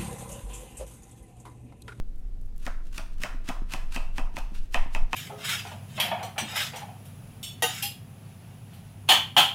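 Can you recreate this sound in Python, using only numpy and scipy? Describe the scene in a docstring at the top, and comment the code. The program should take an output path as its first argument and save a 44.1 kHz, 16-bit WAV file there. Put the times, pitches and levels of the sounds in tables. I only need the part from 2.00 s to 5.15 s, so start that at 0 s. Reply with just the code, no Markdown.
"""A knife saws down through a watermelon slab on a plate: strokes fizz as grains of noise that swell and stop.
At most stroke ends the tip knocks the plate: clicks through damped resonances, then a short ring of chattering noise.
Thumps are fading sine waves of the table; a small room answers with early echoes and a noise tail.
Behind it, the table shakes the microphone with a wandering low tone and rumble, over quiet air noise."""
import sys
import numpy as np
from scipy import signal
from scipy.fft import rfft, irfft, next_fast_len
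from scipy.io import wavfile
from scipy.ndimage import map_coordinates

SR = 44100
rng = np.random.default_rng(int(sys.argv[2]) if len(sys.argv) > 2 else 0)


def pcm_store(signal):
    """Save signal as 16-bit PCM."""
    levels = np.round(np.clip(np.atleast_2d(signal), -1, 1) * 32767)
    wavfile.write(sys.argv[1], SR, levels.astype(np.int16).T)


def volts(x):
    """Linear amplitude factor 10**(x/20) for a level x in dB, scalar or array-like."""
    e = np.asarray(x, float) / 20
    return 10 ** e


N = 138915

# knife tip on the plate: (t/s, crack blow/dB, pitch of the hollow under the slab f/Hz, hollow level/dB,
# plate ring level/dB, low knock blow/dB, click blow/dB)
KNOCKS = [(0.6655, -18.5, 1337, -44, -57, -29, -26), (0.9807, -22.5, 1240, -48.5, -51.5, -30, -27.5),
          (1.2353, -10.5, 1353, -40, -43.5, -24, -21), (1.4894, -18, 973, -41.5, -48.5, -26, -24),
          (1.7367, -17, 952, -44.5, -46.5, -20, -21), (1.962, -19, 914, -44, -43, -14, -24.5),
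          (2.182, -17.5, 936, -42.5, -47, -13, -26), (2.3677, -19, 930, -45.5, -48, -12.5, -29),
          (2.744, -5, 960, -35.5, -36.5, -7.5, -18.5), (2.949, -13.5, 922, -44.5, -44, -11, -25),
          (3.131, -8.5, 955, -37, -39, -6, -23)]
# the tip lands, then skids: (delay/s, level/dB)
SKIDS = [(0, -0.5), (.0014, -5), (.0042, -16.5)]


def slices():
    """Wet cells burst ever louder as the blade speeds up, and the fizz drops away when the stroke ends."""
    # blade through flesh: (end t/s, level at the end/dB, length/s, treble boost/dB)
    strokes = [(0.672, -52.5, 0.077, 2.5), (0.882, -65, 0.075, 3.5), (0.982, -45, 0.052, 3),
               (1.145, -63.5, 0.045, 2.5), (1.238, -42.5, 0.047, 1), (1.497, -43, 0.053, -2.5),
               (1.741, -41, 0.06, -2), (1.962, -41, 0.051, -1), (2.187, -44, 0.042, -1),
               (2.39, -44.5, 0.05, 0.5), (2.59, -53.5, 0.096, -1), (2.659, -62, 0.056, 2),
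               (2.749, -42.5, 0.026, 3), (2.961, -48.5, 0.048, 2), (3.14, -49, 0.037, 1)]
    # colour of the wet flesh: (f/Hz, relative level per Hz/dB)
    flesh = [(500, -21), (900, -10.5), (1500, -5), (1900, -8), (2200, -11), (2650, -3), (3200, -8.5),
             (4000, -9.5), (7000, -13.5), (11000, -16.5), (16000, -27)]
    lead_s, release_s = 0.035, 0.0093  # faint start before the swell; quick fade after the end
    swell_db, swell_share = 17.5, 0.6  # rise from entry; most of it takes this share of the stroke
    treble_hz = 4200
    ragged_db, ragged_per_s = 3.1, 170  # uneven tearing
    t = np.arange(N) / SR
    fizz = coloured(grains(9000, spread_db=2), flesh)
    fizz = fizz * volts(ragged_db * wobble(ragged_per_s))
    treble = filtered(fizz, lambda hz: 1 / (1 + (treble_hz / (hz + 1)) ** 4))
    out = np.zeros(N)
    for end, db, length, bright_db in strokes:
        times = [end - length - lead_s, end - length, end - (1 - swell_share) * length, end, end + release_s]
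        swell = np.interp(t, times, [-40, -swell_db, -3, 0, -30], left=-200, right=-200)
        out += volts(db + swell) * (fizz + (volts(bright_db) - 1) * treble)
    return out


def juice_ticks():
    """Small wet clicks as the tip is set in, each a landing and one skid through high resonances."""
    # juice ticks: (t/s, blow/dB)
    ticks = [(0.0952, -70), (0.1595, -60), (0.183, -61), (0.1964, -61), (0.414, -59), (0.4598, -59.5),
             (0.5628, -57), (0.5802, -49.5), (2.7235, -57)]
    # wet click resonances: (f/Hz, width/Hz, level/dB)
    wet_click = [(6900, 8300, 1), (12200, 5000, 6)]
    return cracks(ticks, wet_click, SKIDS[:2])


def edge_clicks():
    """The steel edge clicks at each knock: one sharp blow through broad, high resonances."""
    # steel edge resonances: (f/Hz, width/Hz, level/dB)
    edge = [(5140, 2130, 2), (8770, 10400, -1.5), (12000, 6400, -2.5)]
    return cracks([(k[0], k[-1]) for k in KNOCKS], edge, SKIDS[:1])


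def knocks(skids):
    """The tip cracks on the plate and sounds the hollow under the slab; a wall echoes the knock."""
    # broad crack: (f/Hz, width/Hz, level/dB)
    crack_bands = [(1822, 543, 2.5), (3580, 2000, -4.5)]
    # upper note of the crack, its blow following the plate's ring level: (f/Hz, width/Hz, level/dB)
    upper_crack = [(2610, 380, 0.0066)]
    # a low 700 Hz echo of the knock off a wall, 13 ms later: (f/Hz, width/Hz, level/dB)
    echo = [(699, 120, 0)]
    upper_db, echo_db, low_db = 37.5, 32.5, 5  # blows over the ring, hollow and low knock columns
    echo_s = 0.013
    low_width = 0.3  # share of the hollow's pitch
    landing = skids[:1]
    out = cracks(KNOCKS, crack_bands, skids, order=2)
    out += cracks([(k[0], k[4] + upper_db) for k in KNOCKS], upper_crack, landing, order=2)
    out += cracks([(k[0] + echo_s, k[3] + echo_db) for k in KNOCKS], echo, landing)
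    for s, _, hz, _, _, db, _ in KNOCKS:
        out += cracks([(s, db + low_db)], [(hz, low_width * hz, 0)], landing, order=2)
    return out


def cracks(events, peaks, skids, order=1):
    """Each contact is one or more clicks milliseconds apart through damped resonances; order 2 starts softer."""
    blows = np.zeros(N)
    for event, chance in zip(events, rng.standard_normal((len(events), len(skids), 2))):
        for (lag_s, db), (late, louder) in zip(skids, chance):
            start = event[0] + lag_s * (1 + 0.15 * late)
            blows[round(start * SR)] += volts(event[1] + db + 1.5 * louder)
    return volts(17) * filtered(blows, lambda f: resonances(peaks)(f) ** order)


def plate():
    """After each knock the plate chatters in fixed bands, and the slab's hollow mostly sounds lower over time."""
    # plate bands: (f/Hz, width/Hz, level/dB)
    plate_bands = [(1910, 82, -0.5), (2240, 90, 0), (2510, 140, 6), (2680, 116, 3), (2970, 90, 3),
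                   (3164, 340, 0.5)]
    # slab over the plate: (multiple of the hollow's pitch, width as share of that pitch, level/dB)
    hollow = [(0.75, 0.18, 1.5), (1, 0.17, 6.5), (1.27, 0.7, 1)]
    # the slab's low body, the same at every knock: (f/Hz, width/Hz, level/dB)
    body = [(626, 267, 0)]
    body_db = -4  # against the hollow
    body_t60, hollow_t60, plate_t60 = 0.3, 0.46, 0.27  # s to fall by 60 dB, apart from the louder start
    rise_s, first_s, first_db = 0.0049, 0.023, 10.5  # soft onset, then a louder start that fades
    out, t = np.zeros(N + SR), np.arange(SR // 2) / SR
    rise = (1 - np.exp(-t / rise_s)) * volts(first_db * np.exp(-t / first_s))
    drive = grains(2500, spread_db=3)
    for s, _, hz, hollow_db, ring_db, *_ in KNOCKS:
        start = round(s * SR)
        push = drive[start - len(t):][:len(t)]
        hollow_bands = [(hz * k, hz * w, g) for k, w, g in hollow]
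        parts = [(hollow_db + body_db, body_t60, body), (hollow_db, hollow_t60, hollow_bands),
                 (ring_db, plate_t60, plate_bands)]
        for db, t60, peaks in parts:
            push = push[::-1]  # turned around so that neighbouring parts chatter differently
            chatter = unit(filtered(push, lambda f: resonances(peaks)(f) ** 2))
            out[start:][:len(t)] += volts(db - 60 * t / t60) * rise * chatter
    return out[:N]


def thumps():
    """Soft pushes ring the table top as a few low sine waves, each fading at its own rate."""
    # table thumps: (t/s, base level/dB, base time to fall by 60 dB/s)
    pushes = [(.664, -36.5, 0.077), (.98, -40, 0.056), (1.202, -40, 0.058), (1.237, -35, 0.054),
              (1.346, -38.5, 0.054), (1.488, -32, 0.075), (1.619, -37.5, 0.038), (1.738, -33.5, 0.065),
              (1.961, -32.5, 0.074), (2.182, -35.5, 0.087), (2.345, -42, 0.044), (2.368, -35.5, 0.076),
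              (2.519, -42, 0.049), (2.745, -34.5, 0.075), (2.86, -41, 0.042), (2.949, -37.5, 0.079),
              (3.132, -35.5, .08)]
    # table tones: (f/Hz, level against the base/dB, share of the base fall time)
    table_tones = [(145.7, -3.5, 1.44), (197, 2, 1.16), (253.3, 7, 0.92), (321, -0.65, 0.88),
                   (432, -1.5, 0.3), (532, -8.5, 0.46)]
    out = np.zeros(N)
    chances = rng.standard_normal((len(pushes), len(table_tones), 2))
    for (s, db, t60), chance in zip(pushes, chances):
        t = time_since(s)
        ring = np.zeros(N)
        for (hz, level, share), (louder, turn) in zip(table_tones, chance):
            fade = volts(db + level + 2 * louder - 60 * t / (share * t60))
            ring += fade * np.sin(2 * np.pi * hz * t + 0.4 * turn)  # scattered phase, radians
        out += (1 - np.exp(-t / (0.05 * t60))) * ring  # soft onset
    return out


def room(x, count=11):
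    """Early wall echoes and a tail dying by frequency, drawn anew for each of count stretches of time."""
    # wall echoes: (delay/s, level/dB)
    walls = [(.009, -32), (0.017, -18), (0.019, -21)]
    # how long the tail lasts: (f/Hz, time to fall by 60 dB/s)
    tail_times = [(300, 0.94), (1000, 0.46), (2800, 0.48), (7000, 0.36), (14000, 0.42)]
    tail_db = -5
    out = np.zeros(N + SR)
    for part in np.array_split(np.arange(N), count):
        hz, t, z = signal.stft(rng.standard_normal(SR // 2), SR, nperseg=256)
        fade = volts(-60 * t / along(tail_times, hz)[:, None])
        tail = signal.istft(z * fade, SR, nperseg=256)[1]
        tail = volts(tail_db) * tail / np.linalg.norm(tail)
        tail = np.pad(tail, (200, 0))  # samples of silence before the tail
        for delay_s, db in walls:
            tail[round(delay_s * SR)] += volts(db)
        wet = signal.fftconvolve(x[part], tail)
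        out[part[0]:part[0] + len(wet)] += wet
    return out[:N]


def background():
    """The table sways as a wandering low tone and rumbles under the working arms; the room's air is noise."""
    # strength of the shaking: (t/s, level/dB)
    shake_levels = [(0.0, -19), (0.03, -33), (1.54, -32), (1.58, -26.5), (1.71, -31.5), (1.849, -25),
                    (1.94, -33.5), (2.02, -24), (2.272, -26.5), (2.3, -38.5), (2.45, -29.5), (2.53, -32.5),
                    (2.609, -25.5), (2.68, -35), (2.81, -19.5), (2.909, -31), (3.029, -19.5), (3.15, -39.5)]
    # rumble colour: (f/Hz, relative level per Hz/dB)
    rumble_colour = [(4, -10.5), (9, 2.5), (20, -4), (27, -9.5), (36, -25.5), (80, -32.5), (130, -35.5),
                     (200, -42), (400, -120)]
    # air colour: (f/Hz, relative level per Hz/dB)
    air_colour = [(24, -55), (40, -5.5), (53, -20), (85, -16.5), (104, -30), (209, -31), (243, -30),
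                  (312, -35.5), (680, -48.5), (751, -45), (852, -52.5), (965, -53.5), (16000, -70)]
    sway_hz, sway_wander = 19.44, 0.1998  # middle pitch; size of its random drift (natural log)
    rumble_db, air_db = -2.5, -46.5  # rumble against the sway; air level
    pitch = sway_hz * np.exp(sway_wander * wobble(11))
    sway = np.sqrt(2) * np.sin(2 * np.pi * np.cumsum(pitch) / SR)
    rumble = coloured(rng.standard_normal(N), rumble_colour)
    s, db = np.transpose(shake_levels)
    strength = volts(np.interp(np.arange(N) / SR, s, db))
    air = coloured(rng.standard_normal(N), air_colour)
    return strength * (sway + volts(rumble_db) * rumble) + volts(air_db) * air


def grains(per_s, spread_db):
    """Randomly timed clicks of uneven size on a thin bed of noise."""
    hit = rng.random(N) < per_s / SR
    sizes = rng.standard_normal(N) * volts(spread_db * rng.standard_normal(N))
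    return hit * sizes + 0.11 * rng.standard_normal(N)


def resonances(peaks):
    """Frequency response of ringing (f/Hz, width/Hz, level/dB) peaks, with alternating signs."""
    def response(f):
        return sum((-1) ** k * volts(db) * 1j * f * w / (c * c - f * f + 1j * f * w)
                   for k, (c, w, db) in enumerate(peaks))
    return response


def wobble(per_s):
    """A smooth random curve through per_s random points a second."""
    points = rng.standard_normal(int(N * per_s / SR) + 4)
    return map_coordinates(points, [np.arange(N) * per_s / SR])


def time_since(s):
    """Seconds after moment s, zero before it."""
    return np.maximum(np.arange(N) / SR - s, 0)


def unit(x):
    """Scales a sound to an average (rms) strength of 1."""
    return x / np.sqrt(np.mean(x ** 2) + 1e-20)


def along(points, hz):
    """Reads values between (f/Hz, value) points on a log frequency axis."""
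    f, v = np.transpose(points)
    return np.interp(np.log(hz + 1), np.log(f + 1), v)


def filtered(x, response):
    """Multiplies the spectrum of x by a response that depends on frequency."""
    m = next_fast_len(len(x) + 8192)
    return irfft(rfft(x, m) * response(np.fft.rfftfreq(m, 1 / SR)), m)[:len(x)]


def coloured(x, spectrum):
    """Gives noise or grains a colour by frequency, at rms 1."""
    return unit(filtered(x, lambda hz: volts(along(spectrum, hz))))


def scene():
    """Fizz, clicks and knocks fill the room; the plate, the table thumps and the background stay dry."""
    fizz = slices() + juice_ticks() + edge_clicks()
    # towards the room, the first contact stands for all skids
    to_room = fizz + volts(-4) * knocks(SKIDS[:1])
    mix = fizz + knocks(SKIDS) + plate() + room(to_room) + thumps() + background()
    return mix[None]


def roll_off(x):
    """The treble ends steeply here."""
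    return signal.sosfilt(signal.butter(12, 16510, fs=SR, output="sos"), x)


def record(dry):
    """Keeps only what lies below 15950 Hz."""
    finished = filtered(dry[0], lambda hz: hz < 15950)[None]
    return roll_off(finished)


dry = scene()
out = record(dry)
pcm_store(out)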